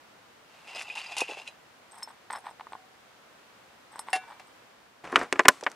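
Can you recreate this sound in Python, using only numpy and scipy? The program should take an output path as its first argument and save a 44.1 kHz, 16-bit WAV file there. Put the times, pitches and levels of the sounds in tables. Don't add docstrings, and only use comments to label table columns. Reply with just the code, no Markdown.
import sys
import numpy as np
from scipy import signal
from scipy.fft import rfft, irfft, next_fast_len
from scipy.io import wavfile
from scipy.ndimage import uniform_filter1d, map_coordinates

SR = 44100
rng = np.random.default_rng(int(sys.argv[2]) if len(sys.argv) > 2 else 0)


def inscribe(sig):
    pcm = np.round(np.clip(np.atleast_2d(sig).T, -1, 1) * 32767)
    wavfile.write(sys.argv[1], SR, pcm.astype(np.int16))


N = 253571
TIME = np.arange(N) / SR
AGE = np.arange(SR // 2) / SR


def amp(db):
    return 10 ** (np.asarray(db) / 20)


def unit(x):
    return x / np.std(x)


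def peak(x):
    loudest_power = uniform_filter1d(x * x, size=96).max()
    return x / (2 * np.sqrt(loudest_power))


def add(track, start_s, sound):
    i = int(start_s * SR)
    track[i:i + len(sound)] += sound[:N - i]


def through(x, response):
    return signal.oaconvolve(x, response)[:len(x)]


def colour(x, points, size=2048):
    hz, db = np.transpose(points)
    bins_hz = np.maximum(np.fft.rfftfreq(size, 1 / SR), 1)
    gain = amp(np.interp(np.log(bins_hz), np.log(hz), db))
    cepstrum = irfft(np.log(gain))
    cepstrum[1:size // 2] *= 2
    cepstrum[size // 2 + 1:] = 0
    return through(x, irfft(np.exp(rfft(cepstrum))))


def fade(t60_s):
    return np.exp(-np.log(1000) * AGE / t60_s)


def ring(modes, scatter_db, weight_db=0):
    hz, db, t60_s = np.transpose(modes)
    scatter = scatter_db * rng.standard_normal(len(hz))
    gain = amp(db + weight_db + scatter) * rng.choice([-1, 1], len(hz))
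    swing = gain @ (np.sin(2 * np.pi * hz[:, None] * AGE) * fade(t60_s[:, None]))
    return signal.sosfilt(signal.butter(1, hz.min() / 2, "high", fs=SR, output="sos"), swing)


def favour(modes, hz, boost_db):
    distance_hz = abs(np.array(modes)[:, 0] - hz)
    return boost_db * (distance_hz == distance_hz.min())


def burst(points, t60_s):
    return peak(colour(rng.standard_normal(len(AGE)) * fade(t60_s), points))


def soften(x, cutoff_hz, order=2):
    return signal.sosfilt(signal.butter(order, cutoff_hz, fs=SR, output="sos"), x)


def springy(x, hz, q):
    b, a = signal.bilinear([1], [1, 1 / q, 1], fs=.5 / np.tan(np.pi * hz / SR))
    return signal.lfilter(b, a, x)


def walk(rate_hz):
    points = rng.standard_normal(4096)
    return np.interp(TIME * rate_hz, np.arange(len(points)), points)


def friction(slips_per_s, spread_db, catch_db, catch_hz):
    slips = (rng.random(N) < slips_per_s / SR) * rng.choice([-1, 1], N)
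    size_db = spread_db * np.minimum(rng.exponential(size=N), 4)
    return unit(slips * amp(size_db + catch_db * walk(catch_hz)))


def strokes(rows, attack_s, release_t60_s, swell_db_per_s):
    power = 0
    for start_s, length_s, *levels_db in rows:
        left_s = start_s + length_s - TIME
        attack = np.clip((TIME - start_s) / attack_s, 0, 1)
        swell = amp(-swell_db_per_s * np.clip(left_s, 0, length_s))
        release = np.exp(np.log(1000) * np.minimum(left_s, 0) / release_t60_s)
        power = power + np.outer(amp(levels_db), attack * swell * release) ** 2
    return np.sqrt(power)


def slosh(x, rate_hz, bend, crest_s):
    turn = 2 * np.pi * rate_hz
    warped_s = TIME + bend / turn * np.sin(turn * (TIME - crest_s))
    return map_coordinates(x, [warped_s * SR], order=3)


def place(x, pan_db, lead_samples):
    size = next_fast_len(N)
    hz = np.fft.rfftfreq(size, 1 / SR)
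    treble = hz ** 2 / (hz ** 2 + 5000 ** 2)
    shade = amp(pan_db / 2 * treble) * np.exp(1j * np.pi * hz * lead_samples / SR)
    return irfft(rfft(x, size) * np.array([shade, 1 / shade]), size)[:, :N]


# (frequency [Hz], density [dB per Hz])
AIR_MID = [(15, -48), (25, -25), (59, -10), (95, -7.5), (115, -3), (168, -4.5), (208, -1), (385, -2.5),
           (490, -0.5), (640, -0.5), (957, -0.5), (1470, -2), (1640, -3.5), (4070, -12), (15100, -27.5)]
AIR_SIDE = [(15, -39), (25, -5), (101, -15.5), (294, -5), (517, -3), (712, -0.5), (2720, -7.5),
            (11000, -22.5), (15100, -32)]
AIR_DB = -58


def air():
    mid = unit(colour(rng.standard_normal(N), AIR_MID))
    side = unit(colour(rng.standard_normal(N), AIR_SIDE))
    level = amp(AIR_DB + 0.95 * walk(rate_hz=2.83))
    return level * (mid + amp(-2) * side * np.array([[1], [-1]]))


# (start [s], length [s], level [dB])
FINGER_SLIDES = [(5.036, .085, -40.5), (5.123, 0.093, -35.5), (5.326, .03, -42), (5.385, .02, -41.5),
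                 (5.47, 0.05, -45.5), (5.622, 0.1, -52)]
FINGER_ATTACK_S, FINGER_RELEASE_T60_S, FINGER_SWELL_DB_PER_S = 0.0073, 0.23, 22
# (frequency [Hz], level [dB])
SKIN = [(60, -14), (170, -1), (330, 2), (700, 6), (1200, 4), (2200, -2), (4000, -16), (8500, -22.5),
        (12000, -37), (13500, -47), (15500, -42)]
# (time [s], level [dB], contact resonance [Hz], thump re body [dB], snap re body [dB])
KNOCKS = [(5.1264, -21.5, 1390, -3, -27), (5.1361, -26, 1090, 1.5, -32), (5.158, -1, 3140, -27, -19),
          (5.1609, -11.5, 2500, -30, -29), (5.164, -12, 2210, -30, -10), (5.173, -18, 1200, -4, -27),
          (5.2131, -19, 1580, -8, -12.5), (5.326, -9, 2730, -11.5, -5), (5.358, -26, 2500, -2, -30),
          (5.3933, -4.5, 2040, -16, -10.5), (5.4039, -16, 2500, -5, -21), (5.451, -20, 1550, -10, -21),
          (5.4545, -10, 2330, -8.5, -18.5), (5.4831, 4.5, 3700, -24, -.5), (5.486, -2, 1600, -24, -16),
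          (5.627, -26.5, 660, -10, -22), (5.665, -10.5, 2330, -27.5, -30)]
# (frequency [Hz], level [dB], t60 [s])
HOUSING = [(604, -16, 0.093), (765, -3, 0.013), (1020, 0.5, 0.054), (1200, 5, 0.032), (1500, 3.5, 0.029),
           (1580, 2, 0.03), (1734, 2, 0.037), (1920, 4, 0.025), (2220, 0, 0.022), (2500, 3, 0.014),
           (2850, 2, 0.02), (3100, 3.5, 0.0089), (3385, 1, 0.018), (3840, -2.5, 0.019), (4280, -3, 0.023),
           (4840, -6.5, 0.024), (5190, -5, 0.034)]
THUMP = [(195, -12, 0.066), (277, -0.5, 0.11), (365, 3, 0.092), (437, 0, 0.089), (534, -6, 0.068)]
# (frequency [Hz], level [dB])
SNAP = [(100, -14), (400, 0.5), (1500, 1.5), (3500, -2), (6000, -1), (9000, -1.5), (11000, -10),
        (13500, -10), (15500, -24)]
AFTER_RING = [(100, -17), (370, 7), (650, -20), (1100, 8), (1700, -5), (2500, -3), (5200, -7.5),
              (8200, -7.5), (15000, -30)]
# (time [s], level [dB], cut-off [Hz])
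CREAKS = [(5.121, -38, 12000), (5.193, -31.5, 10000), (5.231, -37, 12000), (5.435, -37.5, 6000),
          (5.610, -31.5, 6860), (5.6369, -23.5, 5000), (5.643, -34, 7000), (5.700, -40.5, 8000),
          (5.716, -33, 8950)]
# (frequency [Hz], level [dB])
OVERLOAD_THUMP = [(20, -11), (110, -7), (220, -2), (380, 4), (650, -7), (2000, -39), (15000, -59)]
OVERLOAD_THUMP_S, OVERLOAD_THUMP_DB = 5.4835, -13


def camera():
    rub_gain, = strokes(FINGER_SLIDES, FINGER_ATTACK_S, FINGER_RELEASE_T60_S, FINGER_SWELL_DB_PER_S)
    slips = friction(slips_per_s=3000, spread_db=1.5, catch_db=4, catch_hz=80)
    rub = unit(colour(slips, SKIN)) * rub_gain
    knocks = np.zeros(N)
    for time_s, db, contact_hz, thump_db, snap_db in KNOCKS:
        body = peak(ring(HOUSING, scatter_db=0.5)) + amp(-3) * burst(SKIN, t60_s=0.041)
        thump = peak(ring(THUMP, scatter_db=1.0))
        snap = soften(burst(SNAP, t60_s=0.017), 3.76 * contact_hz, order=6)
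        knock = peak(springy(body, contact_hz, q=1.66)) + amp(thump_db) * thump + amp(snap_db) * snap
        after_ring = amp(-42.0) * burst(AFTER_RING, t60_s=0.49)
        add(knocks, time_s, amp(db) * (knock + after_ring))
    for time_s, db, cutoff_hz in CREAKS:
        add(knocks, time_s, amp(db) * soften(burst(SNAP, t60_s=0.017), cutoff_hz))
    knocks = signal.sosfilt(signal.butter(2, 210, "high", fs=SR, output="sos"), knocks)
    add(knocks, OVERLOAD_THUMP_S, amp(OVERLOAD_THUMP_DB) * burst(OVERLOAD_THUMP, t60_s=0.014))
    return place(rub + knocks, pan_db=4.5, lead_samples=-0.084)


# (frequency [Hz], level [dB], t60 [s])
CHIP = [(5290, -6.5, 0.068), (8220, 3.5, 0.037), (8520, -6.5, 0.026), (9890, -9.5, 0.068),
        (10650, -21, 0.024), (11600, -27, .05), (11600, -17, 0.073), (12700, -20, .06)]
# (time [s], level [dB], favoured mode [Hz], its boost [dB])
CLINKS = [(1.913, -48, 8220, 10), (1.92, -43.5, 8220, 22), (1.984, -40.5, 8220, 3),
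          (2.030, -26.5, 5290, 14.5), (2.308, -40, 8220, 4), (2.328, -32, 8220, 10), (2.359, -42, 5290, 17),
          (2.386, -47, 10650, 39), (2.404, -53, 10650, 34), (2.723, -51.5, 8220, 7), (3.959, -45, 8220, 8),
          (3.993, -29, 9890, 8.5)]
# (frequency [Hz], level [dB])
CRUNCH = [(50, -42), (300, -25), (800, -2), (1500, -11), (2800, -7.5), (5000, 5.5), (8000, 2), (11000, -1),
          (13000, -32), (15500, -33)]


def chips(tinkle_gain):
    chip_ring = ring(CHIP, scatter_db=.5)
    slips = friction(slips_per_s=760, spread_db=4.5, catch_db=4.0, catch_hz=67)
    out = unit(through(slips, chip_ring)) * tinkle_gain
    for time_s, db, hz, boost_db in CLINKS:
        clink = peak(ring(CHIP, 0.39, favour(CHIP, hz, boost_db)))
        add(out, time_s, amp(db) * (clink + amp(-11.0) * burst(CRUNCH, t60_s=0.035)))
    return place(out, pan_db=1.4, lead_samples=.2)


# (frequency [Hz], level [dB])
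RUB = [(50, -52), (150, -29), (450, -14), (750, 2.5), (950, 9), (1300, -4), (1850, -2), (2700, -19),
       (3500, -11.5), (6000, -34), (15000, -43)]
# (time [s], peak [dB], contact cut-off [Hz])
BOWL_TICKS = [(2.026, -32, 6000), (2.075, -34, 1800), (2.302, -25.5, 3000), (2.306, -24, 2940),
              (2.3185, -32, 3500), (2.328, -38, 4000), (2.334, -26, 3000), (2.353, -27, 3500),
              (2.361, -30, 3500), (2.384, -34.5, 6000), (2.458, -35.5, 2500), (2.467, -25, 3900),
              (2.481, -39, 3000), (2.511, -35, 1500), (2.597, -32.5, 1990), (2.609, -28.5, 2970),
              (2.669, -31, 1480), (2.722, -30, 2100), (2.7323, -29, 1770), (2.752, -29.5, 1480),
              (3.958, -29, 2500), (3.982, -41, 2000), (3.9923, -27.5, 8000), (4.0853, -25.5, 2600),
              (4.113, -46, 2000), (4.320, -34.5, 1800), (4.397, -45.5, 6000), (4.419, -43, 6000)]
# (frequency [Hz], level [dB], t60 [s])
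BOWL_HELD = [(746, -39.5, 1), (783, -6, 0.011), (884, -2, 0.021), (1051, -3.5, 0.019), (1200, -8, 0.018),
             (1463, -14.5, 0.034), (1820, -17, 0.031), (2100, -6, 0.0064), (3330, -9, 0.0016),
             (4040, -0.5, 0.002)]
BOWL_FREE = [(748.6, 0.5, 0.12), (767, -30, 0.31), (771, -1, 0.064), (1491, -21, 0.37), (1690, -13, .16),
             (1765, -9, 0.035), (1840, -4, 0.057), (1820, -12, 0.026), (2040, -13, 0.071), (2153, -14, .12),
             (2321, -27.5, 0.64), (2730, -7, 0.16), (2880, -20, 0.051), (3385, -20, 0.11), (3670, -19, .17),
             (4113, -19, 0.13), (4710, -18, .08), (5095, -18, 0.097), (5570, -25, 0.1), (6971, -26, .06),
             (7280, -19, 0.094), (8760, -20, 0.095), (9350, -8, 0.03), (9860, -15.5, 0.1),
             (10800, -21, 0.06)]
# (time [s], level before softening [dB], crack re ring [dB], contact cut-off [Hz], ring length factor [1])
DROPS = [(2.753, -44, -27, 800, 11), (4.1305, -15, -9, 15000, 1.2), (4.153, -29, -1, 12100, 0.67),
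         (4.160, -27, -2.5, 11800, 0.78), (4.397, -39, -3, 6900, 0.52)]
# (frequency [Hz], level [dB])
GRIT = [(50, -50), (170, -18), (400, -8.5), (820, 10.5), (1400, 1), (2600, 2.5), (5000, -4), (8000, -10.5),
        (11000, -17.5), (12800, -29), (15500, -32)]
THUD = [(50, -44), (130, -35), (250, -16), (420, -2), (650, -0.5), (850, -2), (1400, -25), (4000, -39),
        (15000, -60)]


def bowl(rub_gain):
    slips = friction(slips_per_s=560, spread_db=2.0, catch_db=-0.5, catch_hz=170)
    out = unit(colour(slips, RUB)) * rub_gain
    for time_s, db, contact_hz in BOWL_TICKS:
        tick = peak(ring(BOWL_HELD, scatter_db=3.5)) + amp(-17.5) * burst(GRIT, t60_s=0.029)
        add(out, time_s, amp(db) * peak(soften(tick, contact_hz)))
    for time_s, db, crack_db, contact_hz, length_factor in DROPS:
        crack = burst(GRIT, t60_s=0.071)
        crack += amp(-6) * burst(THUD, t60_s=0.076)
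        crack += amp(-4.5) * burst(SNAP, t60_s=0.024)
        modes = np.array(BOWL_FREE) * [1, 1, length_factor]
        clank = peak(ring(modes, scatter_db=3.0)) + amp(crack_db) * crack
        add(out, time_s, amp(db) * soften(clank, contact_hz))
    return place(out, pan_db=3.0, lead_samples=0.32)


# (start [s], length [s], shell ring [dB], grit [dB])
SHOVES = [(.49, 0.24, -62.5, -60.5), (.668, 0.055, -46.5, -50), (.749, 0.067, -41, -43),
          (.864, 0.068, -44, -51.5), (.952, 0.053, -40.5, -44.5), (1.035, 0.11, -44.5, -48),
          (1.166, 0.062, -37.5, -42), (1.277, 0.047, -41, -44.5), (1.362, 0.038, -48.5, -49.5),
          (1.448, 0.024, -54.5, -52.5)]
SHOVE_ATTACK_S, SHOVE_RELEASE_T60_S, SHOVE_SWELL_DB_PER_S = 0.0072, 0.23, 6
# (frequency [Hz], level [dB], t60 [s])
CANISTER = [(800, -10, 0.033), (850, -10.5, 0.063), (2012, -15, 0.11), (2500, -4, 0.091), (2689, -2, 0.084),
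            (2730, -4.5, 0.058), (2757, -8.5, 0.14), (3000, -18, 0.16), (3210, -18, 0.12),
            (3500, -12.5, 0.044), (3770, -20, 0.1), (3990, -19.5, .12), (4480, -21, .06),
            (4950, -12.5, 0.08), (4970, -29, 0.039), (6000, -27, .05), (6700, -18.5, 0.05),
            (7600, -25, 0.043), (8000, -25, .04), (8900, -23, 0.055), (9700, -35, 0.045)]
# (time [s], shell peak [dB], crunch peak [dB], thud peak [dB])
CANISTER_HITS = [(0.749, -33.5, -49, -37.5), (0.761, -32, -52, -35), (.794, -30, -42, -39),
                 (.820, -48, -38, -54), (.953, -31, -41, -56), (.988, -31, -42, -65),
                 (1.167, -23.5, -31, -47), (1.182, -28, -24.5, -55), (1.2055, -22, -24, -38),
                 (1.2171, -24.5, -40, -16.5), (1.289, -35, -47, -33.5), (1.297, -30.5, -52, -27.5),
                 (1.317, -39, -54, -33), (1.371, -34, -61, -36), (1.399, -47, -62, -47),
                 (1.417, -36.5, -66, -56), (1.476, -29.5, -41, -63), (1.485, -46.5, -57, -43)]
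# (time [s], peak [dB], mode [Hz])
PINGS = [(.900, -26, 2500), (0.975, -34, 2680), (1.018, -38, 4480), (1.067, -38, 4950), (1.18, -22.5, 2743),
         (1.212, -19.5, 2500), (1.476, -41, 3990), (1.477, -39, 2500)]


def canister():
    shell_gain, grit_gain = strokes(SHOVES, SHOVE_ATTACK_S, SHOVE_RELEASE_T60_S, SHOVE_SWELL_DB_PER_S)
    slips = friction(slips_per_s=1100, spread_db=0.0, catch_db=2.0, catch_hz=130)
    shell = unit(through(slips, ring(CANISTER, scatter_db=1.0))) * shell_gain
    stones = unit(colour(slips, GRIT)) * grit_gain
    for time_s, shell_db, crunch_db, thud_db in CANISTER_HITS:
        damped = ring(CANISTER, scatter_db=6.5) * fade(t60_s=0.05)
        add(shell, time_s, amp(shell_db) * peak(damped))
        add(stones, time_s, amp(crunch_db) * burst(CRUNCH, t60_s=0.068))
        add(stones, time_s, amp(thud_db) * burst(THUD, t60_s=0.028))
    for time_s, db, hz in PINGS:
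        ping = ring(CANISTER, 0.65, favour(CANISTER, hz, boost_db=28))
        add(shell, time_s, amp(db) * peak(ping))
    shell = slosh(shell, rate_hz=4.3, bend=0.0138, crest_s=0.74)
    return place(shell + stones, pan_db=2.0, lead_samples=0.41)


# (start [s], length [s], rim rub [dB], chip tinkle [dB])
NUDGES = [(1.915, 0.11, -51, -59.5), (2.075, .03, -48, -59), (2.303, 0.061, -39, -50.5),
          (2.435, 0.052, -46.5, -62), (2.595, 0.012, -51.5, -71), (2.72, 0.028, -57, -72),
          (3.91, 0.1, -50.5, -59), (4.062, 0.042, -47, -61.5), (4.21, 0.032, -49.5, -75),
          (4.272, .056, -47, -70), (4.465, 0.018, -62, -63)]
NUDGE_ATTACK_S, NUDGE_RELEASE_T60_S, NUDGE_SWELL_DB_PER_S = 0.0086, .11, 55


def scene():
    rub_gain, tinkle_gain = strokes(NUDGES, NUDGE_ATTACK_S, NUDGE_RELEASE_T60_S, NUDGE_SWELL_DB_PER_S)
    return air() + camera() + chips(tinkle_gain) + bowl(rub_gain) + canister()


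TOP_HZ = 15500


def record(dry):
    clipped = np.clip(dry, -1, 1)
    return signal.sosfilt(signal.ellip(8, .2, 70, TOP_HZ, fs=SR, output="sos"), clipped)


dry = scene()
out = record(dry)
inscribe(out)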